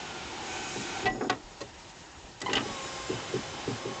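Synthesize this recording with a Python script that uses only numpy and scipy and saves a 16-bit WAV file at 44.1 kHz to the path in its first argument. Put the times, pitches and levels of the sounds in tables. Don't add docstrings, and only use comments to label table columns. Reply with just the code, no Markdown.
import sys
import numpy as np
from scipy import signal
from scipy.io import wavfile

SR = 44100
rng = np.random.default_rng(int(sys.argv[2]) if len(sys.argv) > 2 else 0)


def unload_wav(signal):
    wavfile.write(
        sys.argv[1],
        SR,
        np.round(np.clip(np.atleast_2d(signal).T, -1, 1) * 32767).astype(np.int16),
    )


def linear_from_db(decibels):
    return 10 ** (np.asarray(decibels, float) / 20)


N = 176400
T_S = np.arange(N) / SR
CONTACT_RISE_S = 0.003


def rms_one(x):
    return x / np.sqrt(np.mean(x ** 2) + 1e-20)


def peak_one(x):
    return x / np.abs(x).max()


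def low_pass(x, order, hz):
    return signal.sosfilt(signal.butter(order, hz, fs=SR, output="sos"), x)


def band_pass(x, low_hz, high_hz):
    return signal.sosfilt(signal.butter(2, [low_hz, high_hz], "band", fs=SR, output="sos"), x)


def add(out, start_s, x):
    i = int(start_s * SR)
    out[i:i + len(x)] += x[:N - i]


def tracks(table):
    time_s, *columns = np.transpose(table)
    return [np.interp(T_S, time_s, column) for column in columns]


def drift(rate_hz):
    r = np.exp(-80 * np.pi * rate_hz / SR)
    white = rng.standard_normal(N // 40 + 2002)
    slow = signal.lfilter([1], [1, -2 * r, r * r], white)[2000:]
    return np.interp(np.arange(N) / 40, np.arange(len(slow)), rms_one(slow))


def banded(spectrum, patchy_db):
    spectrum_hz, spectrum_db = np.transpose(spectrum)
    edges_hz = 22 * 2 ** np.arange(0, 9.1, .5)
    together = drift(6.0)
    white = rng.standard_normal((2, N))
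    out = 0
    for k, (low_hz, high_hz) in enumerate(zip(edges_hz, edges_hz[1:])):
        band_db = np.interp(np.log(low_hz * high_hz) / 2, np.log(spectrum_hz), spectrum_db)
        flicker_db = patchy_db * (.6 * together + drift(15.0))
        out = out + band_pass(white[k % 2], low_hz, high_hz) * linear_from_db(band_db + flicker_db)
    return rms_one(out)


def resonance(x, hz, width_hz):
    r = np.exp(-np.pi * width_hz / SR)
    poles = [1, -2 * r * np.cos(2 * np.pi * hz / SR), r * r]
    return signal.lfilter([(1 - r * r) / 2, 0, (r * r - 1) / 2], poles, x)


def judder(modes, rise_s, hold_s):
    t = np.arange(SR // 4) / SR
    out = 0
    for hz, db, t60_s in modes:
        uneven, detune, phase = rng.standard_normal(3)
        fall = linear_from_db(db + 2 * uneven - 60 * np.maximum(t - hold_s, 0) / t60_s)
        out = out + fall * np.sin(2 * np.pi * (hz * (1 + 0.028 * detune) * t + phase))
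    return peak_one(out * np.sin(np.pi / 2 * np.clip(t / rise_s, 0, 1)) ** 2)


def struck(modes, contact_s, spread_db, dull_hz):
    t = np.arange(SR // 5) / SR
    envelope = np.clip(t / CONTACT_RISE_S, 0, 1) * np.clip(2 - t / contact_s, 0, 1) ** 2
    push = rng.standard_normal(len(t)) * envelope + 1e-18
    push[int(CONTACT_RISE_S * SR / 2)] += 8.9 * np.sqrt(contact_s / 0.0071)
    push = low_pass(push, 4, 1.46 * dull_hz)
    out = 0
    for hz, db, t60_s in modes:
        ring = peak_one(resonance(push, hz, np.log(1000) / np.pi / t60_s))
        strength = linear_from_db(db + spread_db * rng.standard_normal())
        out = out + ring * strength / (1 + (hz / dull_hz) ** 2)
    return peak_one(out)


def noise_crack(contact_s, dull_hz):
    t60_1khz_s, slope = 0.12, 0.65
    t = np.arange(SR // 5) / SR
    edges_hz = 250 * 2.0 ** np.arange(0, 5.6, .5)
    white = rng.standard_normal(len(t)) * np.clip(t / CONTACT_RISE_S, 0, 1)
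    crack = 0
    for low_hz, high_hz in zip(edges_hz, edges_hz[1:]):
        t60_s = t60_1khz_s * (1000 / low_hz) ** slope
        fall = linear_from_db(-60 * np.maximum(t - contact_s / 2, 0) / t60_s)
        crack = crack + band_pass(white * fall, low_hz, high_hz)
    return peak_one(low_pass(crack, 3, dull_hz))


def clunks(hits, modes):
    out = np.zeros(N)
    for time_s, ring_db, crack_db, contact_s, dull_hz in hits:
        add(out, time_s, linear_from_db(ring_db) * struck(modes, contact_s / 2, 2, dull_hz))
        add(out, time_s, linear_from_db(crack_db) * noise_crack(contact_s, dull_hz))
    return out


def air():
    # (frequency [Hz], density [dB per Hz])
    room = [(20, -35), (30, -5.5), (65, -1), (420, -14), (1150, -15), (6900, -18), (9500, -23.5)]
    whistle_hz, whistle_db = 6720, -67.5
    whistle = linear_from_db(whistle_db + 1.5 * drift(5.8)) * np.sin(2 * np.pi * whistle_hz * T_S)
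    return linear_from_db(-51.5) * banded(room, patchy_db=2.1) + whistle


def jolts():
    # (time [s], level [dB], frequency [Hz], t60 [s])
    sways = [
        (1.04, -42, 55, .15),
        (1.09, -41, 36, .3),
        (1.43, -46.5, 33, .3),
        (2.235, -46, 50, .1),
        (2.55, -43, 60, .15),
        (2.7, -47, 40, .25),
    ]
    out = np.zeros(N)
    for time_s, db, hz, t60_s in sways:
        add(out, time_s, linear_from_db(db) * judder([(hz, 0, t60_s)], .015, 0.013))
    return out


def thuds():
    # (time [s], knock level [dB], rumble level [dB], contact [s])
    knocks = [(.761, -30.5, -34, 0.016), (1.029, -28, -32.5, 0.038), (1.06, -28.5, -38.5, 0.024),
              (1.134, -31, -37.5, 0.022), (1.211, -26.5, -42, 0.02), (1.25, -35, -38, 0.0043),
              (1.297, -25, -37.5, 0.014), (1.613, -31.5, -43, 0.015), (2.236, -54, -50.5, 0.0079),
              (2.433, -39, -38.5, 0.025), (2.491, -26.5, -47, 0.022), (2.522, -32.5, -34.5, 0.031),
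              (2.561, -25.5, -32.5, 0.023), (2.656, -30, -33.5, 0.013), (3.092, -22, -31.5, 0.019),
              (3.128, -32, -40, 0.011), (3.339, -24, -28, 0.023), (3.676, -23, -27.5, 0.027),
              (3.855, -27.5, -32, 0.011), (3.878, -34.5, -41, 0.052)]
    # (frequency [Hz], level [dB], t60 [s])
    knock_modes = [(321.3, -5.5, 0.059), (380, -0.5, 0.1), (415.3, 0, 0.069), (469, -9, 0.039)]
    # (frequency [Hz], level [dB], t60 [s])
    rumble_modes = [(116.8, 4, 0.2), (135, 2, 0.058), (183.5, 1, 0.025), (217.9, 3, 0.17),
                    (262.4, 2.5, 0.087)]
    knock_rise_s, rumble_rise_s = 0.0031, 0.0081
    rumble_lag_s, rumble_hold_s = 0.0033, 0.058
    out = np.zeros(N)
    for time_s, knock_db, rumble_db, contact_s in knocks:
        knock = judder(knock_modes, knock_rise_s, contact_s)
        rumble = judder(rumble_modes, rumble_rise_s, rumble_hold_s)
        add(out, time_s - knock_rise_s / 2, linear_from_db(knock_db) * knock)
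        add(out, time_s + rumble_lag_s, linear_from_db(rumble_db) * rumble)
    return out


def switch_release():
    # (time [s], ring level [dB], crack level [dB], contact [s], dullness [Hz])
    hits = [
        (1.604, -33, -35, 0.0073, 8000),
        (1.611, -31, -33, 0.0144, 7900),
    ]
    # (frequency [Hz], level [dB], t60 [s])
    modes = [(559, 2, 0.13), (1074, -1, 0.056), (1880, 0, .05), (2650, -5, .04), (4110, -2, 0.045),
             (4540, -3, 0.041), (4870, -24, .03), (5850, -15, .02), (7300, -12, .02)]
    return clunks(hits, modes)


def switch_press():
    # (time [s], ring level [dB], crack level [dB], contact [s], dullness [Hz])
    hits = [
        (2.401, -48, -36, 0.011, 8900),
        (2.414, -27, -24.5, 0.0057, 9000),
    ]
    # (frequency [Hz], level [dB], t60 [s])
    modes = [(1120, -7, 0.093), (1970, -2.5, 0.12), (2650, -8, 0.046), (3950, -12, .03), (4760, -5, .03),
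             (5630, 0, .03), (7800, 6, .03)]
    return clunks(hits, modes)


def stop_clunks():
    # (time [s], ring level [dB], crack level [dB], contact [s], dullness [Hz])
    hits = [
        (1.055, -17, -28.5, 0.037, 4200),
        (1.145, -36, -38, 0.015, 1000),
        (1.098, -36, -34.5, 0.006, 3000),
    ]
    # (frequency [Hz], level [dB], t60 [s])
    modes = [(759, 3.5, 0.15), (854, -12, 0.04), (1050, -8.5, 0.2), (1197, -7, 0.049), (1544, -6, 0.11),
             (1954, 1, 0.15), (2330, -5.5, 0.057), (2624, 1.5, 0.07), (2890, -0.5, 0.042),
             (3290, -11, 0.063), (4500, -15, 0.06)]
    return clunks(hits, modes)


def carrier_slam():
    # (time [s], ring level [dB], crack level [dB], contact [s], dullness [Hz])
    hits = [
        (1.208, -25, -25.5, 0.0071, 1480),
        (1.243, -28, -36, 0.013, 1290),
        (1.295, -14.5, -18, 0.014, 4500),
        (1.322, -26, -29.5, 0.0083, 2500),
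    ]
    # (frequency [Hz], level [dB], t60 [s])
    modes = [(555, -4, 0.095), (744, 3.5, 0.08), (817, 0.5, 0.037), (1096, 0, 0.056), (1465, 2, .06),
             (1900, -3, 0.065), (2400, -27, 0.046), (2600, -21, .05), (2805, -7, 0.07), (3800, -18, .04),
             (4440, -7, 0.026), (5040, -13, 0.028), (6090, -11, .025), (6700, -11, .025)]
    return clunks(hits, modes)


def gear_latch():
    # (time [s], ring level [dB], crack level [dB], contact [s], dullness [Hz])
    hits = [
        (2.494, -30, -26, 0.0035, 3380),
        (2.512, -32.5, -40, 0.0056, 3420),
        (2.530, -16.5, -19, 0.0089, 7000),
        (2.552, -18.5, -24.5, 0.011, 6100),
        (2.566, -19, -20, 0.0096, 3380),
        (2.578, -23, -25.5, 0.005, 3000),
        (2.592, -27, -35, 0.0034, 2930),
        (2.606, -29, -34, 0.0047, 2980),
    ]
    # (frequency [Hz], level [dB], t60 [s])
    modes = [(802, -4.5, 0.052), (1560, -11, 0.072), (1900, -12, 0.06), (1977, -6.5, 0.087),
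             (2835, -2.5, 0.058), (2950, -1.5, 0.068), (3030, -5, 0.056), (3350, -11.5, .05),
             (4100, -17, 0.04), (6030, -21, 0.027)]
    return clunks(hits, modes)


def squeal():
    # (time [s], frequency [Hz], level [dB], loss per overtone [dB])
    chirp = [
        (2.457, 941, -60, 5),
        (2.462, 993, -29, 2),
        (2.467, 1027, -28, 3.5),
        (2.476, 1038, -36.5, 7),
        (2.485, 963, -30.5, 10),
        (2.493, 1041, -34, 8),
        (2.504, 977, -40, 3.5),
        (2.521, 973, -40, 3),
        (2.53, 943, -70, 0),
    ]
    # (multiple [1], level [dB])
    partials = [(.82, -7), (1, 0), (2, -2), (3, 1), (4, -5)]
    rough = .5
    hz, db, loss_db = tracks(chirp)
    turn = 2 * np.pi * np.cumsum(hz * (1 + rough / 20 * drift(120.0))) / SR
    out = 0
    for order, order_db in partials:
        strength = linear_from_db(order_db - loss_db * (order - 1)) * (1 + rough * drift(100.0))
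        out = out + strength * np.sin(order * turn)
    return linear_from_db(db) * out


def stall():
    # (frequency [Hz], width [Hz], level [dB])
    strain = [
        (300, 145, -39),
        (740, 92, -53),
        (5200, 260, -59.5),
        (6810, 230, -57.5),
    ]
    start_s, end_s = 1.08, 1.29
    gate = np.clip(np.minimum(T_S - start_s, end_s - T_S) / 0.016, 0, 1)
    out = 0
    for hz, width_hz, db in strain:
        narrow = resonance(rng.standard_normal(N), hz, width_hz)
        buzz = rms_one(resonance(narrow, hz, 2 * width_hz))
        out = out + linear_from_db(db + 2.2 * drift(52.0)) * buzz
    return gate * out


def gear_noise(hiss, resonances, spark_swing_db):
    body = banded(hiss, patchy_db=-0.6)
    samples = np.arange(N)
    for hz, width_hz, db in resonances:
        lively_db = 2.2 * drift(5.9) + 0.26 * (hz > 2000) * spark_swing_db
        wander = samples + .006 * SR / 60 * drift(4.0)
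        ring = rms_one(resonance(rng.standard_normal(N), hz, width_hz))
        body = body + linear_from_db(db + lively_db) * np.interp(wander, samples, ring)
    white = rng.standard_normal(N)
    for hz in np.geomspace(1200, 7500, 20) * rng.uniform(.97, 1.03, 20):
        rattle_db = -20 + 0.62 * spark_swing_db + 3.5 * drift(7.3)
        body = body + linear_from_db(rattle_db) * rms_one(resonance(white, hz, 30))
    return body


def commutator_whine(hz):
    # (multiple [1], level [dB])
    partials = [(.5, 0), (1, 3.5), (2, -8)]
    wobble, flutter_db = .0009, 1.0
    turn = 2 * np.pi * np.cumsum(hz * (1 + wobble * drift(26.0))) / SR
    return sum(linear_from_db(db + flutter_db * drift(6.2)) * np.sin(order * turn) for order, db in partials)


def motor(effort, hiss, resonances):
    gear_db, whine_hz, whine_db, spark_db = tracks(effort)
    gear = gear_noise(hiss, resonances, spark_db - spark_db.max())
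    sizzle = signal.butter(4, 5050, "high", fs=SR, output="sos")
    sparks = signal.sosfilt(sizzle, rng.standard_normal(N))
    whine = np.sqrt(2) * commutator_whine(whine_hz)
    return linear_from_db(gear_db) * gear + linear_from_db(spark_db + 1.5 * drift(30.0)) * sparks + linear_from_db(whine_db) * whine


def motor_down():
    # (time [s], gear noise [dB], whine [Hz], whine level [dB], brush sparking [dB])
    effort = [
        (0, -42, 1495, -54, -57),
        (.38, -42.5, 1508, -70, -64.5),
        (.48, -41, 1523, -54.5, -44.5),
        (.8, -41.5, 1523, -57.5, -37.5),
        (1.0, -39.5, 1530, -53.5, -48),
        (1.05, -41, 1522, -54, -60),
        (1.12, -56, 1540, -70, -59),
        (1.28, -65.5, 1440, -69, -66),
        (1.34, -79, 1400, -84.5, -82),
    ]
    # (frequency [Hz], density [dB per Hz])
    hiss = [(25, -43), (45, -5), (350, 1), (630, -6.5), (1660, -6), (3100, -6.5), (6700, -14.5),
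            (9500, -18)]
    # (frequency [Hz], width [Hz], level [dB])
    resonances = [(351, 33, -8.5), (750.5, 21, -9.5), (820, 110, -6.5), (1400, 15, -13), (2250, 41, -11.5),
                  (2500, 55, -10.5), (2720, 64, -15), (3036, 37, -11.5), (3870, 26, -19), (4190, 38, -22.5),
                  (5130, 60, -26), (5480, 38, -21.5), (5920, 88, -18), (6350, 65, -15), (6750, 45, -15.5),
                  (6810, 45, -15)]
    return motor(effort, hiss, resonances)


def motor_up():
    # (time [s], gear noise [dB], whine [Hz], whine level [dB], brush sparking [dB])
    effort = [(2.4, -54, 1000, -78, -83), (2.46, -44.5, 1050, -69, -73), (2.62, -43.5, 1140, -68, -46),
              (2.69, -41, 1125, -52, -44), (2.78, -42.5, 1076, -50, -41.5), (3.12, -43, 1048, -52.5, -43),
              (3.15, -41, 1051, -55, -50.5), (3.5, -41.5, 1061, -59.5, -56.5),
              (3.64, -40.5, 1058, -58, -62), (3.8, -42, 1070, -57, -55), (3.84, -42.5, 1080, -51, -60),
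              (4, -43, 1102, -52, -59)]
    # (frequency [Hz], density [dB per Hz])
    hiss = [(25, -38.5), (45, -2), (400, 3), (640, 3.5), (1300, 0.5), (4500, -6.5), (7200, -9),
            (9500, -14.5)]
    # (frequency [Hz], width [Hz], level [dB])
    resonances = [(121, 51, -12), (349, 43, -8), (811, 60, -8.5), (1568, 30, -18.5), (2143, 95, -16),
                  (2470, 30, -19.5), (2700, 33, -19), (3035, 50, -9), (3450, 44, -15), (3810, 24, -15.5),
                  (4210, 50, -22.5), (4950, 50, -19), (5160, 87, -14.5), (6160, 44, -16.5),
                  (6970, 45, -17.5), (7680, 41, -24)]
    return motor(effort, hiss, resonances)


def scene():
    door = jolts() + thuds() + switch_release() + switch_press()
    mechanism = stop_clunks() + carrier_slam() + gear_latch() + squeal()
    drive = stall() + motor_down() + motor_up()
    return (air() + door + mechanism + drive)[None]


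def roll_off(x):
    return signal.sosfilt(signal.butter(12, 9210, fs=SR, output="sos"), x)


def record(dry):
    soft = low_pass(dry, 12, 7623)
    steep = signal.cheby2(16, 40, 9300, fs=SR, output="sos")
    mix = signal.sosfilt(steep, soft)
    return roll_off(mix)


dry = scene()
out = record(dry)
unload_wav(out)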